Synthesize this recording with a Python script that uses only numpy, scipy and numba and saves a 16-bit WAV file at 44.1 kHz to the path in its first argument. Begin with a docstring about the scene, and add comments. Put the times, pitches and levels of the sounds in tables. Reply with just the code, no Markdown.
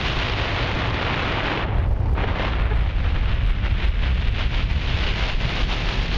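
"""On a hang glider in flight, air streams over the microphone of a fixed camera.
Turbulence is a cascade of eddies: the large ones buffet the diaphragm as rumble, throb and thumps,
the small ones roar and hiss in the port, which is briefly sheltered as the glider rolls out of a turn.
Two brief edge tones, a faint crackle and a few ticks lie behind the wind.
The camera's limiter lowers the gain under the hardest buffets."""
import sys
import numpy as np
from scipy import signal
from scipy.fft import rfft, irfft
from scipy.io import wavfile
from scipy.ndimage import uniform_filter1d
from numba import njit

SR = 44100
rng = np.random.default_rng(int(sys.argv[2]) if len(sys.argv) > 2 else 0)


def master(y):
    """Save y as 16-bit WAV."""
    cut = np.clip(np.atleast_2d(y).T, -1, 1)
    pcm = np.round(cut * 32767)  # scale
    wavfile.write(sys.argv[1], SR, pcm.astype(np.int16))


N = 272097

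# Strength of the large eddies, growing after the turn: t/s, rumble level/dB, flutter level/dB
BUFFET_LEVELS = [(0, -27, -25), (0.5, -30, -27.5), (0.9, -31, -24), (1.55, -31.5, -34), (1.8, -22, -17.5),
                 (2.1, -21, -18.5), (2.3, -26, -31), (2.8, -17.5, -21.5), (3.25, -20.5, -22.5),
                 (3.9, -20.5, -27.5), (4.2, -20.5, -22.5), (4.8, -21, -26.5), (5.2, -24.5, -33.5),
                 (6.17, -22, -34.5)]
# Spectra of their three bands: f/Hz, relative level/dB
RUMBLE_SPECTRUM = [(8, -11.5), (18, -6.5), (30, -1.5), (42, 3.5), (56, -2), (72, -10), (100, -30)]
FLUTTER_SPECTRUM = [(30, -28), (50, -9), (62, 0), (85, -1), (105, 0), (135, -10), (200, -21)]
BURBLE_SPECTRUM = [(60, -21.5), (95, 1), (120, -1.5), (160, -4), (210, -9), (280, -17.5)]

def buffeting(rumble_trim_db=-1.03, flutter_trim_db=-3, burble_db=-31):
    """Turbulent pressure fluctuation: large eddies load the diaphragm, more slowly as they grow."""
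    rumble_db, flutter_db = curves(BUFFET_LEVELS)
    throb_db = 1.5 * walk(hz=10)
    corner_hz = 151 * 2 ** ((rumble_db.min() - rumble_db) / 13)  # an octave down per 13 dB of rumble
    rumble = steady(colour(rng.standard_normal(N), RUMBLE_SPECTRUM), span_s=0.14)
    flutter = colour(rng.standard_normal(N), FLUTTER_SPECTRUM)
    flutter = steady(lowpass(flutter, corner_hz), span_s=0.042)
    burble = steady(colour(rng.standard_normal(N), BURBLE_SPECTRUM), span_s=0.37)
    deep = rumble * undb(rumble_db + rumble_trim_db) + flutter * undb(flutter_db + flutter_trim_db)
    return deep * undb(throb_db) + burble * undb(burble_db)


# Spells of nearly periodic shedding: t/s, half length/s, f/Hz, level/dB
SHEDDING_SPELLS = [(2.792, 0.21, 56.4, -17), (3.093, 0.038, 67.7, -17), (4.13, 0.1, 63.9, -16),
                   (4.473, 0.041, 66.1, -14), (4.77, 0.03, 64, -14.5)]
# Harmonics 2 and 3, which sharpen the crests: relative level/dB
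SHEDDING_OVERTONES = [-13.5, -20]

def vortex_shedding(pressure):
    """Vortex shedding: eddies leave the camera body in a loose rhythm that displaces the rumble."""
    unevenness = 2 ** (.24 * walk(hz=44.9))
    strength = undb(2.0 * walk(hz=40))
    for s, half_s, hz, db in SHEDDING_SPELLS:
        spell = bell(s, half_s)
        phase = 2 * np.pi * np.cumsum(hz * unevenness) / SR
        overtones = sum(undb(level) * np.cos(k * phase) for k, level in enumerate(SHEDDING_OVERTONES, 2))
        throb = strength * (np.cos(phase) + overtones)
        pressure = pressure * (1 - .5 * spell) + undb(db) * spell * throb
    return pressure


# Single strong vortices: t/s, signed peak pressure/full scale, half width/s
VORTEX_PULSES = [(0.883, -0.18, 0.0033), (0.927, -0.15, 0.0031), (1.797, 0.39, 0.0036),
                 (1.889, -0.27, 0.004), (1.934, -0.42, 0.0043), (2.136, 0.31, 0.0034),
                 (2.313, 0.23, 0.0034), (2.658, -0.32, 0.0035), (2.88, -0.26, 0.0036),
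                 (2.973, 0.24, 0.0048), (3.054, 0.24, 0.0045), (3.26, 0.28, 0.0043), (3.345, 0.28, 0.0045),
                 (3.513, 0.36, 0.0063), (3.729, 0.34, 0.0033), (3.854, 0.34, 0.0048), (3.895, 0.48, 0.0048),
                 (4.288, 0.41, 0.005), (4.64, 0.32, 0.0051), (4.949, -0.31, 0.0036), (5.005, 0.17, 0.0041),
                 (5.355, 0.22, 0.0084), (5.454, 0.25, 0.0022), (5.638, 0.31, 0.006)]

def vortex_thumps(pressure):
    """Pressure transient: a vortex sweeps other eddies aside, one peak between two opposite swings."""
    t = np.arange(N) / SR
    for s, peak, half_s in VORTEX_PULSES:
        u = (t - s) / half_s
        pulse = peak * (1 - u ** 2) * np.exp(-u ** 2 / 2)
        pressure = pressure * (1 - bell(s, 2 * half_s)) + pulse
    return pressure


# Flow over the port, sheltered from 1.65 to 2.15 s: t/s, roar level/dB, hiss level/dB, spray level/dB
FLOW_LEVELS = [(0, -31.5, -27, -44), (0.9, -27.5, -29, -49), (1.2, -28, -27, -49), (1.6, -26.5, -29.5, -52),
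               (1.645, -29, -30, -58), (1.658, -31, -42, -66), (1.845, -31.5, -36.5, -67),
               (1.872, -34, -54, -63.5), (2.14, -35, -57, -63), (2.175, -28.5, -31.5, -59.5),
               (2.45, -27.5, -30, -51.5), (2.52, -34, -32.5, -58), (2.64, -33, -33, -64),
               (2.9, -38.5, -37, -60), (3.6, -42, -37.5, -61), (4.75, -40, -35, -52.5),
               (5.03, -34.5, -29, -45.5), (5.8, -34, -31.5, -45.5), (6.17, -36, -32, -46)]
# Spectra of its three bands, spray being the finest hiss: f/Hz, relative level/dB
ROAR_SPECTRUM = [(80, -28), (170, -6), (280, 2.5), (450, 0.5), (800, 0.5), (1500, -3.5), (3000, -2.5),
                 (4500, -18), (6800, -47.5)]
HISS_SPECTRUM = [(400, -24), (1000, -7), (1500, -4), (2100, -2.5), (2900, -2), (3400, -2.5), (4000, -5.5),
                 (4700, -12.5), (6000, -22)]
SPRAY_SPECTRUM = [(2500, -20), (3800, -3), (4500, 0), (5200, -4), (6200, -10.5), (7050, -16), (7600, -40),
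                  (8100, -42), (8700, -30), (11200, -32.5), (12000, -48)]

def port_rush(roar_trim_db=0.15, hiss_trim_db=-0.73, spray_trim_db=0.9):
    """Flow separation: small eddies tear off the port's rim in bursts that drive all three bands."""
    roar_db, hiss_db, spray_db = curves(FLOW_LEVELS) + gusts()
    bursts = undb(1.27 * walk(hz=190) + 0.81 * walk(hz=24))
    # Slower flow sheds larger eddies: the roar dulls as it weakens, the hiss as the spray fades.
    roar_hz = np.clip(1000 * 2 ** ((roar_db + 33.5) / 10), 700, 2000)
    hiss_hz = np.clip(3710 * 2 ** ((spray_db - hiss_db + 17.0) / 9.5), 1800, 5000)
    roar = colour(eddies(bursts, grain_db=1.2), ROAR_SPECTRUM)
    roar = steady(lowpass(roar, roar_hz), span_s=0.04)
    hiss = colour(eddies(bursts, grain_db=2.5), HISS_SPECTRUM)
    hiss = steady(lowpass(hiss, hiss_hz), span_s=0.068)
    spray = steady(colour(eddies(bursts, grain_db=3.0), SPRAY_SPECTRUM), span_s=0.15)
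    return (roar * undb(roar_db + roar_trim_db)
            + (hiss + port_rasp(bursts)) * undb(hiss_db + hiss_trim_db)
            + spray * undb(spray_db + spray_trim_db))


def port_rasp(bursts, turn_db=-15, level_flight_db=-6, levelled_s=3.2):
    """Cavity resonance: bursts ring the port, most strongly when level flight sends air squarely over."""
    centre_hz = 2720 * (1 + 0.087 * walk(hz=9.5))
    drive = colour(eddies(bursts, grain_db=5.0), HISS_SPECTRUM)
    ring = steady(resonance(drive, centre_hz, width_hz=690.0), span_s=0.06)
    levelled = .5 + .5 * np.tanh((np.arange(N) / SR - levelled_s) / 0.43)
    return ring * undb(turn_db + (level_flight_db - turn_db) * levelled)


# Gusts (+) and lulls (-): t/s, half length/s, level change/dB
GUST_SWELLS = [(0.035, .02, -2), (0.062, 0.013, 3), (0.147, 0.0073, -4), (0.21, .018, 2),
               (0.362, 0.013, -2), (0.412, .016, 1.5), (0.59, .018, 2), (0.745, 0.019, -2.5),
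               (0.911, 0.037, -3), (1.42, 0.028, 0.5), (1.5, 0.034, 1.5), (2.215, 0.02, 0.5),
               (2.246, .009, 1.5), (2.257, 0.012, -9), (2.337, 0.024, -6), (2.687, .015, -2),
               (2.947, 0.015, -4), (3.073, 0.044, 3.5), (3.161, 0.022, 3.5), (3.312, 0.065, 4),
               (3.5, 0.026, 4.5), (3.657, 0.021, 7), (3.844, 0.085, 5.5), (3.905, 0.034, -2),
               (4.054, 0.042, 5), (4.222, 0.01, 3.5), (4.283, 0.015, 4), (4.403, 0.044, 7),
               (4.497, 0.023, -3.5), (4.565, 0.061, 4.5), (4.665, 0.025, -0.5), (4.894, 0.036, 1),
               (5.083, 0.04, 1), (5.136, 0.022, -3.5), (5.22, 0.032, 1.5), (5.303, 0.014, 1.5),
               (5.37, 0.037, -7), (5.475, 0.012, -2), (5.51, 0.029, 1), (5.595, 0.045, 2),
               (5.663, 0.029, -3), (5.726, 0.024, 3), (5.922, 0.047, 2), (6.093, 0.023, -2),
               (6.157, .02, 2.5)]

def gusts():
    """Amplitude modulation, in dB: the rush swells, sways, and tears as the flow leaves the port."""
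    tearing = 1.5 * bell(2.05, half_s=0.31) * walk(hz=70)
    swells = sum(db * bell(s, half_s) for s, half_s, db in GUST_SWELLS)
    sway = 0.26 * walk(hz=27)
    return swells + sway + tearing


# Hoots of air at an edge: t/s, half length/s, f/Hz, level/dB
EDGE_TONES = [(2.244, 0.0038, 417, -23.5), (2.722, 0.014, 427.6, -30)]
# Their harmonics 1 to 5: relative level/dB
EDGE_HARMONICS = [4, 0, -11, -6, -17]

def edge_tones():
    """Edge tone: vortices shed in step for an instant and give a wavering harmonic hoot."""
    out = 0
    waver = 1 + 0.0126 * walk(hz=62)
    for s, half_s, hz, db in EDGE_TONES:
        phase = 2 * np.pi * np.cumsum(hz * waver) / SR
        tone = sum(undb(level) * np.sin(k * phase) for k, level in enumerate(EDGE_HARMONICS, 1))
        out = out + undb(db) * bell(s, half_s) * tone
    return out


# Spectrum of the strained diaphragm's noise: f/Hz, relative level/dB
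CRACKLE_SPECTRUM = [(1000, 2), (5000, 0), (8000, -8), (9500, -3), (11300, -4), (12700, -11), (13200, -28)]

def diaphragm_crackle(pressure, db, limit_pressure=0.26):
    """Nonlinearity: the diaphragm fizzes under strain and spits near the end of its travel."""
    strain = np.minimum(np.abs(pressure) / limit_pressure, 1)
    grains = colour(eddies(1, grain_db=1.8), CRACKLE_SPECTRUM)
    fizz = .8 * uniform_filter1d(strain ** 2, size=4500)
    spits = uniform_filter1d(strain ** 4, size=240)
    return undb(db) * (fizz + spits) * grains


# Ticks and a short rustle: t/s, half length/s, level/dB
LULL_TICKS = [(1.825, .002, -64), (1.936, .004, -63), (2.09, .004, -68), (2.11, .03, -77),
              (2.138, .003, -53.5)]
# Their spectrum: f/Hz, relative level/dB
TICK_SPECTRUM = [(1000, -6), (5000, -1), (9000, -4), (14000, -4), (15500, -10)]

def ticks():
    """Release from masking: faint, crisp noise bursts come through while the port is sheltered."""
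    grains = colour(eddies(1, grain_db=4), TICK_SPECTRUM)
    return grains * sum(undb(db) * bell(s, half_s) for s, half_s, db in LULL_TICKS)


def eddies(bursts, grain_db):
    """Intermittency: turbulence comes in bursts, and each burst breaks into finer grains."""
    return rng.standard_normal(N) * bursts * undb(grain_db * walk(hz=910))


def undb(db):
    """Decibel law: level to amplitude ratio."""
    return 10 ** (np.asarray(db) / 20)


def bell(s, half_s):
    """Gaussian window of height 1, centred on s."""
    return np.exp(-((np.arange(N) / SR - s) / half_s) ** 2)


def curves(table):
    """Linear interpolation of each column over time, one value a sample."""
    s, *columns = np.transpose(table)
    return np.array([np.interp(np.arange(N) / SR, s, column) for column in columns])


def colour(x, spectrum):
    """Spectral shaping by (f/Hz, level/dB) points, falling steeply above the last; rms 1."""
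    hz, db = np.transpose(spectrum)
    f = np.maximum(np.arange(N // 2 + 1) * SR / N, 1)
    gain = undb(np.interp(np.log(f), np.log(hz), db))
    skirt = np.minimum(hz[-1] / f, 1) ** 10
    y = irfft(rfft(x) * gain * skirt, N)
    return y / y.std()


def walk(hz):
    """Low-pass noise: a random wander of spread 1, with little motion faster than hz."""
    f = np.arange(N // 2 + 1) * SR / N
    y = irfft(rfft(rng.standard_normal(N)) / (1 + (f / hz) ** 2), N)
    return y / y.std()


def steady(x, span_s):
    """Normalisation by the running rms evens out swells longer than the span."""
    size = max(int(span_s * SR), 2)
    return x / np.sqrt(uniform_filter1d(uniform_filter1d(x ** 2, size), size))


@njit
def lowpass(x, hz):
    """Two-pole state-variable low-pass with a moving corner."""
    y, band_state, low_state = np.empty(len(x)), 0., 0.
    for i in range(len(x)):
        g = np.tan(np.pi * hz[i] / SR)
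        band = (band_state + g * (x[i] - low_state)) / (1 + g * (g + np.sqrt(2.)))
        y[i] = low_state + g * band
        band_state, low_state = 2 * band - band_state, 2 * y[i] - low_state
    return y


@njit
def resonance(x, hz, width_hz):
    """Damped resonator: a state-variable band-pass with a moving centre."""
    y, band_state, low_state = np.empty(len(x)), 0., 0.
    for i in range(len(x)):
        g, damping = np.tan(np.pi * hz[i] / SR), width_hz / hz[i]
        band = (band_state + g * (x[i] - low_state)) / (1 + g * (g + damping))
        y[i] = damping * band
        band_state, low_state = 2 * band - band_state, low_state + 2 * g * band
    return y


@njit
def follow(x, attack_s, release_s):
    """Peak detection: an envelope that rises fast and falls slowly."""
    y, envelope = np.empty(len(x)), 0.
    for i in range(len(x)):
        lag_s = attack_s if abs(x[i]) > envelope else release_s
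        envelope += (abs(x[i]) - envelope) / (SR * lag_s)
        y[i] = envelope
    return y


def limiter(x, threshold_db, slope):
    """Dynamic compression: the gain falls after each peak over the threshold."""
    envelope = follow(x, attack_s=0.0015, release_s=0.13)
    excess = np.maximum(envelope / undb(threshold_db), 1)
    return x / excess ** slope


def scene():
    """Superposition: all sources add at the one microphone port."""
    pressure = vortex_thumps(vortex_shedding(buffeting()))
    return (pressure + diaphragm_crackle(pressure, db=-55) + ticks() + port_rush() + edge_tones())[None]


def record(dry):
    """Compression and band limiting: hard buffets duck the whole sound, and the top is cut steeply."""
    limited = limiter(dry[0] * undb(0.07), threshold_db=-13.5, slope=0.76)
    top_hz = 15500
    return signal.sosfilt(signal.ellip(10, .2, 70, top_hz, fs=SR, output="sos"), limited)[None]


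dry = scene()
out = record(dry)
master(out)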